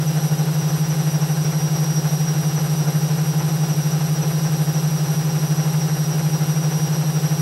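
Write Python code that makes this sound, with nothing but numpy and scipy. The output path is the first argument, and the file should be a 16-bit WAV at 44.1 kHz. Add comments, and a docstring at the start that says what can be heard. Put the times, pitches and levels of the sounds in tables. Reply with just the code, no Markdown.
"""A deep hum throbs twelve times a second: a front-loading washing machine on a steady 800 rpm spin.
One fixed mono microphone stands with it in a small hard room. The throb is the motor's hum beating
against the drum's eleventh order. Beneath it the bearings rumble, the load scuffs and air rushes round
the tub. Above it the brushes hiss and the commutator whines and buzzes, warbling with each loop of the
drive belt; once, the brushes bear harder and the whine swells."""
import sys
import numpy as np
from scipy import signal
from scipy.fft import rfft, irfft, next_fast_len
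from scipy.io import wavfile
from scipy.ndimage import map_coordinates

SR = 44100
rng = np.random.default_rng(int(sys.argv[2]) if len(sys.argv) > 2 else 0)


def to_wav(s):
    """Save 16-bit WAV."""
    ch = np.atleast_2d(s).T  # columns
    pcm = np.round(np.clip(ch, -1, 1) * 32767)  # PCM
    wavfile.write(sys.argv[1], SR, pcm.astype(np.int16))


N = 326781
T = np.arange(N) / SR

# low tones of the drum: drum_order, level_db (rms); an order is a multiple of a shaft's speed
DRUM_TONES = [(4, -67), (5, -51), (6, -75), (7, -53.5), (9, -47), (10, -42.5), (11, -22.5), (12, -66),
              (13, -34.5), (15, -54.5), (17, -48.5), (24, -56.5), (25, -54.5), (30, -48.5), (39, -52),
              (52, -51), (56, -56.5), (61, -47), (76, -52)]
# low motor tones, with side tones from riding on the swinging tub: motor_order, drum_order, level_db (rms)
MOTOR_TONES = [(1, 0, -22), (1, 1, -85), (1, -1, -48), (2, 0, -42.5), (3, 0, -69)]
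# bearing rumble that repeats with every drum turn: frequency_hz, density_db (per Hz)
BEARING_RUMBLE = [(190, -67), (280, -73.5), (390, -65.5), (520, -66), (610, -72), (770, -70), (900, -81),
                  (1500, -80.5), (2000, -84), (4000, -87)]
# the belt running over its pulleys: frequency_hz, density_db (per Hz)
BELT_RUN = [(250, -76), (370, -67), (500, -71.5), (620, -81.5), (770, -65.5), (950, -76.5), (1500, -81)]
# the load scuffing round: frequency_hz, density_db (per Hz)
LOAD_SCUFF = [(150, -85), (400, -71), (800, -69.5), (1100, -75), (1550, -73), (2000, -78.5), (2800, -81.5),
              (4500, -97.5), (9000, -110)]
# steady air flow round the tub: frequency_hz, density_db (per Hz)
AIR_FLOW = [(20, -93), (45, -90), (90, -68.5), (155, -54), (220, -74), (300, -67.5), (420, -66),
            (620, -71.5), (1500, -74), (2000, -85.5), (3000, -80.5), (5000, -86), (9000, -110)]
# strong tones of the commutator: motor_order, level_db (rms)
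COMMUTATOR_WHINE = [(12, -56.5), (17, -56.5), (18, -54.5), (20, -62), (24, -53), (25, -58.5), (26, -52.5),
                    (27, -54), (29, -56.5), (31, -50), (32, -48), (33, -57), (34, -57), (35, -46),
                    (36, -40), (37, -43.5), (38, -52.5), (39, -51), (49, -52.5), (54, -52), (56, -52),
                    (61, -57.5), (62, -62), (69, -57.5), (71, -50), (72, -43), (73, -52), (74, -58)]
# outline of the commutator's other motor orders: pitch_hz, level_db (rms of each tone)
COMMUTATOR_BUZZ = [(1500, -58.5), (2200, -59), (3400, -66), (4700, -57.5), (6400, -57), (6900, -65.5),
                   (7500, -55.5), (8600, -59.5), (10100, -68.5), (11100, -55), (12200, -64), (13500, -62),
                   (14300, -60), (14800, -67), (15600, -61)]
# hiss of the carbon brushes: frequency_hz, density_db (per Hz)
BRUSH_HISS = [(1500, -91), (3600, -79.5), (4700, -87), (5400, -79), (5700, -72.5), (6200, -85), (6700, -90),
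              (8400, -82.5), (10100, -99), (10900, -85), (11400, -75.5), (12000, -93), (13200, -88),
              (15600, -94)]

DRUM_HZ, BELT_HZ, PULLEY_RATIO = 13.2912, 9.63, 11.9137
MOTOR_HZ = DRUM_HZ * PULLEY_RATIO
SHAFTS_ALIGN_S, BELT_JOINT_S = 3.789, 3.821  # drum and motor push together; a belt loop begins
COMMUTATOR_BARS = 36
# the tub swells with each drum turn, each quarter turn, and when the heavy side meets the belt joint
ROLL_TURN_DB, ROLL_QUARTER_DB, ROLL_MEET_DB = 0.5, 0.6, 1.5
SCUFF_TURN_DB, SCUFF_MEET_DB = 4.5, 0.95
# each belt loop, half loop and drum turn tugs the rotor ahead or behind and rocks the brushes
TUG_LOOP_TURNS, TUG_HALF_TURNS, TUG_DRUM_TURNS = 0.0062, 0.0025, 0.0029
ROCK_LOOP, ROCK_HALF, ROCK_DRUM = 2, 1.5, 1.5
LOOP_LAG_CYCLES, HALF_LAG_CYCLES, LEAD_CYCLES_PER_ORDER = 0.3, -0.12, 0.28
ROCK_WIDTH_ORDERS = 2.4  # how far the rocking reaches either side of the bar rate
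ROCK_CHATTER, ROCK_SEESAW = 1.5, 2.2  # random rocking: those tones together, and lower against upper
SWELL_START_S, SWELL_ATTACK_S, SWELL_HOLD_S, SWELL_RELEASE_S = 1.31, 0.38, 0.63, 0.25
SWELL_DB, CREEP_DB_PER_S = 6, 0.6


def amp(db):
    """Decibels to gain."""
    return 10 ** (np.asarray(db) / 20)


def level_at(spectrum, hz):
    """Reads a spectrum table on a log-frequency axis."""
    table_hz, level_db = np.transpose(spectrum)
    return np.interp(np.log(hz + 1), np.log(table_hz + 1), level_db)


def cycle(turns):
    """One swing for every turn."""
    return np.cos(2 * np.pi * turns)


def noise(spectrum):
    """Steady noise with a spectrum in dB per Hz."""
    size = next_fast_len(N)
    gain = amp(level_at(spectrum, np.fft.rfftfreq(size, 1 / SR))) * np.sqrt(SR / 2)
    return irfft(rfft(rng.standard_normal(size)) * gain, size)[:N]


def drift(t, top_hz, size=4096, rate_hz=400):
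    """Slow random wander of rms 1."""
    hz = np.fft.rfftfreq(size, 1 / rate_hz)
    slow = irfft(rfft(rng.standard_normal(size)) / (1 + (hz / top_hz) ** 4))
    wander = np.interp(t, np.arange(size) / rate_hz, slow)
    return wander / np.sqrt(np.mean(wander ** 2) + 1e-20)


def cabinet_hum(drum, motor):
    """Cabinet panels radiate the low orders of both shafts; close pairs beat."""
    tones = sum(amp(db) * cycle(order * drum) for order, db in DRUM_TONES)
    tones += sum(amp(db) * cycle(order * motor + side * drum) for order, side, db in MOTOR_TONES)
    return np.sqrt(2) * tones * amp(0.073 * drift(T, 1.0))


def rolling_surface(turns, turn_hz, spectrum, size=8192):
    """One turn of a randomly uneven surface, passed over again and again."""
    hz = np.arange(size // 2 + 1) * turn_hz
    in_band = (hz >= spectrum[0][0]) & (hz <= spectrum[-1][0])
    harmonics = in_band * amp(level_at(spectrum, hz)) * np.exp(2j * np.pi * rng.random(len(hz)))
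    surface = irfft(harmonics) * size * np.sqrt(turn_hz / 2)
    return np.interp(turns % 1 * size, np.arange(size + 1), np.append(surface, surface[0]))


def tub_rumble(drum, belt):
    """Over steady air, bearings, belt and load swell each turn, most as the heavy side meets the joint."""
    meet = cycle(drum - belt)
    bearings = rolling_surface(drum + 0.00093 * drift(T, 6.4), DRUM_HZ, BEARING_RUMBLE)
    belt_run = rolling_surface(belt, BELT_HZ, BELT_RUN)
    roll_db = ROLL_TURN_DB * cycle(drum) + ROLL_QUARTER_DB * cycle(4 * drum - 0.25) + ROLL_MEET_DB * meet
    scuff = noise(LOAD_SCUFF)
    scuff *= amp(SCUFF_TURN_DB * cycle(drum) + SCUFF_MEET_DB * meet + 0.7 * drift(T, 25.0))
    return (bearings + belt_run) * amp(roll_db) + scuff + noise(AIR_FLOW)


def wall_echoes(tones, step_s, wet_db, t60_s, count=48):
    """Hard walls echo each tone (a column of complex amplitudes) differently: warble becomes flutter."""
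    delay_s = np.arange(count)[:, None] * step_s
    echoes = amp(-60 * delay_s / t60_s) * np.exp(2j * np.pi * rng.random((count, tones.shape[1])))
    echoes[1:] *= amp(wet_db) / np.linalg.norm(echoes[1:], axis=0)
    at_mic = signal.fftconvolve(tones, echoes, axes=0)[:len(tones)]
    return at_mic / np.sqrt(np.mean(abs(at_mic) ** 2, axis=0))


def brush_rocking(t, drum, belt, from_bar_rate):
    """Belt and drum rock the brushes, passing energy between the tones round the bar rate."""
    rock = ROCK_LOOP * cycle(belt - LOOP_LAG_CYCLES + LEAD_CYCLES_PER_ORDER * from_bar_rate)
    rock += ROCK_HALF * cycle(2 * belt - HALF_LAG_CYCLES) + ROCK_DRUM * cycle(drum)
    rock += ROCK_CHATTER * drift(t, 22.0) + ROCK_SEESAW * np.tanh(from_bar_rate) * drift(t, 13.0)
    return rock * np.exp(-(from_bar_rate / ROCK_WIDTH_ORDERS) ** 2)


def commutator_whine(drum, motor, belt, size=2048):
    """Brushes tick over the bars. 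Belt and load tug the rotor, so every turn sounds a little different."""
    turns = np.arange(np.floor(motor[0]), motor[-1] + 1)
    t = np.interp(turns, motor, T)[:, None]  # one row for each motor turn
    load, loop = np.interp(t, T, drum), np.interp(t, T, belt)
    orders = np.arange(100)
    pitch_hz = orders * MOTOR_HZ
    level_db = np.where(pitch_hz > COMMUTATOR_BUZZ[0][0], level_at(COMMUTATOR_BUZZ, pitch_hz), -np.inf)
    for order, db in COMMUTATOR_WHINE:
        level_db[round(order)] = db
    tug = TUG_LOOP_TURNS * cycle(loop) + TUG_HALF_TURNS * cycle(2 * loop) + TUG_DRUM_TURNS * cycle(load)
    tug += 0.0018 * drift(t, 15.0) + 0.0044 * drift(t, 1.0)
    tones = wall_echoes(np.exp(2j * np.pi * orders * tug), 1 / MOTOR_HZ, wet_db=1.5, t60_s=0.28)
    # a firmly pressed brush rocks less and sings louder at the bar rate
    from_bar_rate = orders - COMMUTATOR_BARS
    pressure_db = brush_pressure(t)
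    rock_db = brush_rocking(t, load, loop, from_bar_rate) / amp(0.5 * pressure_db)
    tones *= amp(level_db + rock_db + (from_bar_rate == 0) * pressure_db)
    tones *= amp(0.5 * drift(t, 38.0))  # the contact flickers
    turn_waves = irfft(tones, size) * size / np.sqrt(2)
    return map_coordinates(turn_waves, [motor - turns[0], motor % 1 * size], order=1, mode="grid-wrap")


def brush_hiss(drum, motor):
    """Carbon rubs on copper, a little harder once in every motor turn and drum turn."""
    return noise(BRUSH_HISS) * amp(0.7 * cycle(motor) + 0.4 * cycle(drum) + 0.9 * drift(T, 18.0))


def brush_pressure(t):
    """How hard the brushes bear, in dB: a slow creep and one swell that rises, holds and lets go."""
    since_s = t - SWELL_START_S
    rise = np.clip(since_s / SWELL_ATTACK_S, 0, 1)
    fall = np.clip((since_s - SWELL_ATTACK_S - SWELL_HOLD_S) / SWELL_RELEASE_S, 0, 1)
    return CREEP_DB_PER_S * (t - t.mean()) + SWELL_DB * (rise - fall)


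def scene():
    """The whole machine from one spot in the room; drum, motor and belt are counted in turns."""
    drum = DRUM_HZ * (T - SHAFTS_ALIGN_S)
    motor = PULLEY_RATIO * drum
    belt = BELT_HZ * (T - BELT_JOINT_S)
    body = cabinet_hum(drum, motor) + tub_rumble(drum, belt)
    brushes = commutator_whine(drum, motor, belt) + brush_hiss(drum, motor)
    return (body + brushes)[None]


def record(dry, cutoff_hz=15720):
    """The recorder behind the microphone cuts off the highest treble."""
    lowpass = signal.firwin(1023, cutoff_hz, window=("kaiser", 9), fs=SR)
    return signal.oaconvolve(dry, lowpass[None], "same")


dry = scene()
out = record(dry)
to_wav(out)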